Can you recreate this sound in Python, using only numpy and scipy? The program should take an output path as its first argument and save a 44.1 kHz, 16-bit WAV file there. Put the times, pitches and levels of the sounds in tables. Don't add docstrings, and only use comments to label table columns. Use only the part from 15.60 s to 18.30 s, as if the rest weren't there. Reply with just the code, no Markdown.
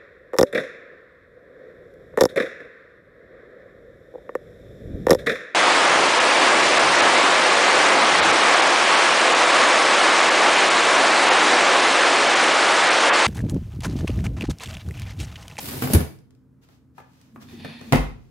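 import sys
import numpy as np
from scipy import signal
from scipy.fft import rfft, irfft, next_fast_len
from scipy.io import wavfile
from scipy.ndimage import map_coordinates

SR = 44100
rng = np.random.default_rng(int(sys.argv[2]) if len(sys.argv) > 2 else 0)


def store_wav(level_fs):
    pcm = np.round(np.clip(np.atleast_2d(level_fs), -1, 1) * 32767)
    wavfile.write(sys.argv[1], SR, pcm.T.astype(np.int16))


N = 119070

# start in seconds, body level in dB, plastic level in dB.
DRAWER_BUMPS = [(0.085, -44, -36.5), (.117, -35, -36.5), (.134, -29.5, -39), (.169, -27, -38.5),
                (.222, -24, -24), (.238, -15.5, -30.5), (0.273, -31.5, -29), (.301, -18.5, -37.5),
                (.334, -13, -25.5), (.348, -14.5, -20), (.405, -20, -31.5)]
# frequency in Hz, level in dB.
KNOCK_TONE = [(150, 3), (1100, 5.5), (2400, -8.5), (5000, -26.5)]
# start in seconds, thud level in dB, snap level in dB.
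DOOR_CONTACTS = [(1.088, -55, -57), (2.047, -28, -58), (2.213, -40.5, -45), (2.3235, -16, -17),
                 (2.331, -10.5, -29)]


def amp(db):
    return 10 ** (np.asarray(db) / 20)


def unit(x):
    return x / np.sqrt(np.mean(x ** 2) + 1e-20)


def along(points, hz):
    f, v = np.transpose(points)
    return np.interp(np.log(hz + 1), np.log(f + 1), v)


def level(rows):
    return amp(np.interp(np.arange(N) / SR, *np.transpose(rows), left=-np.inf, right=-np.inf))


def since(start):
    return np.maximum(np.arange(N) / SR - start, 0)


def fades(rows, t60):
    return sum((since(s) > 0) * amp(db - 60 * since(s) / t60) for s, db in rows)


def wobble(rate):
    return map_coordinates(rng.standard_normal(int(N * rate / SR) + 4), [np.arange(N) * rate / SR])


def colour(x, tone, keep_power=True):
    size = 2 * next_fast_len(N * 2 // 3)
    gain = amp(along(tone, np.fft.rfftfreq(size, 1 / SR)))
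    cepstrum = irfft(np.log(unit(gain) if keep_power else gain), size)
    cepstrum[1:size // 2] *= 2
    cepstrum[size // 2 + 1:] = 0
    return irfft(rfft(x, size) * np.exp(rfft(cepstrum)), size)[..., :N]


def stereo_noise(side_db):
    middle, side = rng.standard_normal((2, N))
    return np.array([middle + amp(side_db) * side, middle - amp(side_db) * side])


def friction(tone, grain_db, grain_rate, side_db):
    slips = stereo_noise(side_db) * amp(grain_db * wobble(grain_rate))
    return unit(colour(slips, tone))


def pushes(rows, tone):
    starts, db = np.transpose(rows)
    pulses = np.bincount(np.round(starts * SR).astype(int), amp(db), N)
    return colour(pulses, tone)


def blows(rows, tone, t60, side_db):
    return colour(fades(rows, t60) * stereo_noise(side_db), tone)


def ring(start, db, notes, rise_s):
    t = since(start)[:round(start * SR) + SR * 2 // 3]
    wave = sum(amp(note_db + rng.normal(0, 1) - 60 * t / t60) * np.sin(2 * np.pi * hz * t)
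               for hz, note_db, t60 in notes)
    return np.pad(amp(db) * wave * (1 - np.exp(-t / rise_s)), (0, N - len(t)))


def compressor():
    # frequency in Hz, level in dB.
    hum_notes = [(129.2, -59.5), (258.4, -62), (452.2, -75.5)]
    air_tone = [(25, -23), (70, 0), (140, 0), (280, -2.5), (400, -16), (800, -26.5), (1300, -27),
                (3000, -44), (15000, -47)]
    t = np.arange(N) / SR
    hum = np.zeros(N)
    for hz, db in hum_notes:
        strength = amp(db + 0.99 * wobble(0.97)) * np.sqrt(2)
        hum += strength * np.sin(2 * np.pi * hz * t + 0.51 * wobble(6.0))
    air = unit(colour(stereo_noise(side_db=-8.5), air_tone))
    return hum * amp(-2) + air * amp(-58)


def drawer():
    # time in seconds, level in dB.
    push = [(0, -42.5), (.08, -39.5), (.19, -42), (.24, -37.5), (.28, -41), (.335, -36), (.4, -71.5)]
    clacks = [(.335, -15.5), (.3475, -25.5)]
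    # frequency in Hz, level in dB.
    frost_tone = [(290, -15.5), (500, -5.5), (1410, -10), (2000, -9), (5050, -9.5), (6090, -13.5),
                  (10800, -8), (15500, -8.5)]
    runner_tone = [(40, -16), (75, 4.5), (260, 2.5), (700, -16.5), (1500, -36)]
    body_tone = [(40, -24), (90, 0.5), (250, 0.5), (450, -5.5), (800, -20), (2000, -56)]
    plastic_tone = [(150, -17.5), (500, 5.5), (2200, -4), (4000, -12.5), (8000, -16), (15000, -6.5)]
    clack_tone = [(500, -19.5), (5000, -8.5), (8000, -9), (11200, 2), (13000, -7), (16000, -16.5)]
    frost = friction(frost_tone, grain_db=2, grain_rate=270, side_db=-1) * amp(4.5)
    runners = friction(runner_tone, grain_db=-1.5, grain_rate=90, side_db=-14.5) * amp(1.5)
    knocks = [(s, db) for s, db, _ in DRAWER_BUMPS]
    body = pushes(knocks, body_tone) * amp(14.5)
    body += blows(knocks, body_tone, t60=0.12, side_db=-7.5)[:0].sum()
    rattle = blows(knocks, body_tone, t60=0.12, side_db=-7.5) * amp(-6.5)
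    plastic = blows([(s, db) for s, _, db in DRAWER_BUMPS], plastic_tone, t60=0.057, side_db=2.5)
    stop = blows(clacks, clack_tone, t60=0.05, side_db=-4.5)
    return level(push) * (frost + runners) + body + rattle + plastic + stop


def cabinet():
    # pitch in Hz, level in dB, fade time in seconds.
    drawer_notes = [(138.3, -3, 0.22), (216.4, -7, 0.21), (251.6, 1, 0.13), (324, -6, 0.067),
                    (433, -17.5, 0.28), (541.5, -19.5, .24), (768, -17.5, 0.15)]
    load_notes = [(77, -8, .24), (88, 3, .11), (160, -7, .13)]
    door_notes = [(143, -4, .36), (160, -2, .27), (213, -4, .22), (258, -4, .28), (425, -10, .27),
                  (571, -15, .22), (705, -18, .22), (985, -23, .3), (1335, -24, .28), (1850, -18, .14)]
    boom_notes = [(46.5, 2.5, 0.38), (61.6, -5, 0.36)]
    bumps = sum(ring(s, db - 3.5, drawer_notes, rise_s=0.0012) for s, db, _ in DRAWER_BUMPS)
    slam = sum(ring(s, db - 7, door_notes, rise_s=0.0011) for s, db, _ in DOOR_CONTACTS)
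    load_thump = ring(start=0.346, db=2, notes=load_notes, rise_s=0.026)
    door_boom = ring(start=2.345, db=-12.5, notes=boom_notes, rise_s=0.024)
    return bumps + load_thump + slam + door_boom


def handling():
    # start in seconds, level in dB.
    tick_times = [(.588, -58.5), (.707, -60.5), (.75, -64), (1.534, -61.5), (1.614, -52.5)]
    # middle in seconds, length in seconds, level in dB.
    rustles = [(1.037, 0.033, -66), (1.123, 0.099, -69.5), (1.388, 0.056, -65.5), (1.592, 0.27, -69.5),
               (1.824, 0.035, -55), (1.923, 0.11, -58.5), (2.285, 0.16, -59.5), (2.631, .2, -75)]
    # frequency in Hz, level in dB.
    tick_tone = [(2800, -1.5), (5000, -1.5), (9000, -6.5), (12500, -12)]
    rustle_tone = [(300, 2.5), (6200, -8), (9000, -15), (15000, -13.5)]
    # start in seconds, knock level in dB, ring level in dB.
    taps = [(1.381, -37.5, -42.5), (1.402, -44.5, -54), (1.760, -40.5, -65)]
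    # pitch in Hz, level in dB, fade time in seconds.
    tap_notes = [(775, 3, .07), (870, -1, .08), (1204, -2, .06), (1700, -9, .05)]
    t = np.arange(N) / SR
    ringing = sum(ring(s, db, tap_notes, rise_s=0.00068) for s, _, db in taps)
    knocks = blows([(s, db) for s, db, _ in taps], KNOCK_TONE, t60=0.04, side_db=-4)
    swell = sum(amp(db) * np.exp(-(2 * (t - s) / length) ** 2) for s, length, db in rustles)
    rustle = swell * friction(rustle_tone, grain_db=-1, grain_rate=640, side_db=1) * amp(6)
    ticks = blows(tick_times, tick_tone, t60=0.02, side_db=-1)
    return ticks + rustle + knocks + ringing


def door():
    # time in seconds, level in dB.
    shudder_levels = [(1.68, -74), (1.75, -47.5), (1.85, -50.5), (1.94, -47), (2.05, -44), (2.15, -49.5),
                      (2.31, -38.5), (2.36, -12)]
    shelf_jolts = [(2.368, -27), (2.434, -36)]
    # frequency in Hz, level in dB.
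    panel_tone = [(35, -32), (100, 0), (120, -17), (155, -4), (185, -14.5), (232, 8), (268, -9), (302, -9),
                  (370, -14), (900, -45.5)]
    thud_tone = [(40, -14.5), (100, -4.5), (160, 2), (350, -2.5), (700, -6), (1050, -14.5), (1900, -15),
                 (3500, -26), (6000, -38), (15000, -38.5)]
    snap_tone = [(300, 9.5), (1500, 11.5), (5500, -2.5), (12000, -4.5), (16000, -10)]
    shelves = blows(shelf_jolts, KNOCK_TONE, t60=0.061, side_db=-7)
    shudder = level(shudder_levels) * friction(panel_tone, grain_db=2, grain_rate=41, side_db=-20)
    thuds = [(s, db) for s, db, _ in DOOR_CONTACTS]
    hardest = max(db for _, db in thuds)
    softening = 0.59
    pulse = pushes([(s, db + softening * (db - hardest)) for s, db in thuds], thud_tone) * amp(20)
    rattle = blows(thuds, thud_tone, t60=0.067, side_db=-4) * amp(-0.5)
    snap = blows([(s, db) for s, _, db in DOOR_CONTACTS], snap_tone, t60=0.015, side_db=8)
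    return shudder + pulse + rattle + snap + shelves


def resonate(x, resonances):
    size = next_fast_len(N + SR // 2)
    f = np.fft.rfftfreq(size, 1 / SR)
    gain = sum(amp(db) * (1j * f * width / (hz * hz - f * f + 1j * f * width)) ** 2
               for hz, width, db in resonances)
    return irfft(rfft(x, size) * gain / np.sqrt(np.mean(np.abs(gain) ** 2)), size)[..., :N]


def hinge():
    # time in seconds, level in dB.
    swing = [(1.87, -60), (1.97, -53), (2.05, -45), (2.13, -45.5), (2.2, -51), (2.33, -59)]
    slips = [(1.886, -49.5), (2.045, -52)]
    # frequency in Hz, width in Hz, level in dB.
    resonances = [(760, 500, -5), (1840, 340, 0), (2480, 520, 1), (3550, 900, -1), (4150, 600, -5),
                  (10500, 800, -17)]
    strength = level(swing) * amp(1.9 * wobble(280) - 5) + fades(slips, t60=0.02)
    rub = resonate(strength * stereo_noise(side_db=-11), resonances)
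    t = np.arange(N) / SR
    delay_s = 0.0098 * np.exp(-2 * since(swing[0][0]))
    echo = np.array([np.interp(t - delay_s, t, ear) for ear in rub])
    return rub + 0.86 * echo


def creak():
    middle_s, length_s, pitch_hz, fall_hz_per_s = 1.943, 0.034, 350, 5000
    t = np.arange(N) / SR - middle_s
    swell = amp(-42) * np.exp(-(2 * t / length_s) ** 2)
    return swell * np.sin(2 * np.pi * (pitch_hz * t - fall_hz_per_s * t * t / 2))


def kitchen(x, wet_db):
    # frequency in Hz, fade time in seconds.
    fade_times = [(60, 0.98), (250, 0.36), (5000, 0.39), (12000, 0.32)]
    # frequency in Hz, level in dB.
    echo_tone = [(60, -11.5), (250, -7), (600, -1.5), (2000, 0), (12000, -4)]
    hz, t, bands = signal.stft(rng.standard_normal((2, SR * 2 // 3)), SR, nperseg=256)
    bands = bands * amp(-60 * t / along(fade_times, hz)[:, None])
    _, tail = signal.istft(bands, SR, nperseg=256)
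    age_s = np.arange(tail.shape[1]) / SR
    tail *= 1 - np.exp(-(age_s / 0.0056) ** 2)
    echo = signal.fftconvolve(x, tail / np.linalg.norm(tail[0]), axes=1)[:, :N]
    return x + amp(wet_db) * colour(echo, echo_tone, keep_power=False)


def scene():
    sliding = kitchen(drawer(), wet_db=-3)
    touching = kitchen(handling(), wet_db=-2.5)
    closing = kitchen(door() + hinge() + creak(), wet_db=-2)
    return sliding + touching + closing + cabinet() + compressor()


def record(dry):
    low_cut_hz, ceiling, top_hz = 30, 0.9, 15750
    x = signal.sosfilt(signal.butter(N=3, Wn=low_cut_hz, btype="high", fs=SR, output="sos"), dry)
    x = x / (1 + np.abs(x / ceiling) ** 6) ** (1 / 6)
    size = next_fast_len(N + SR // 2)
    treble_cut = 1 / (1 + (np.fft.rfftfreq(size, 1 / SR) / top_hz) ** 200)
    return irfft(rfft(x, size) * treble_cut, size)[:, :N]


dry = scene()
out = record(dry)
store_wav(out)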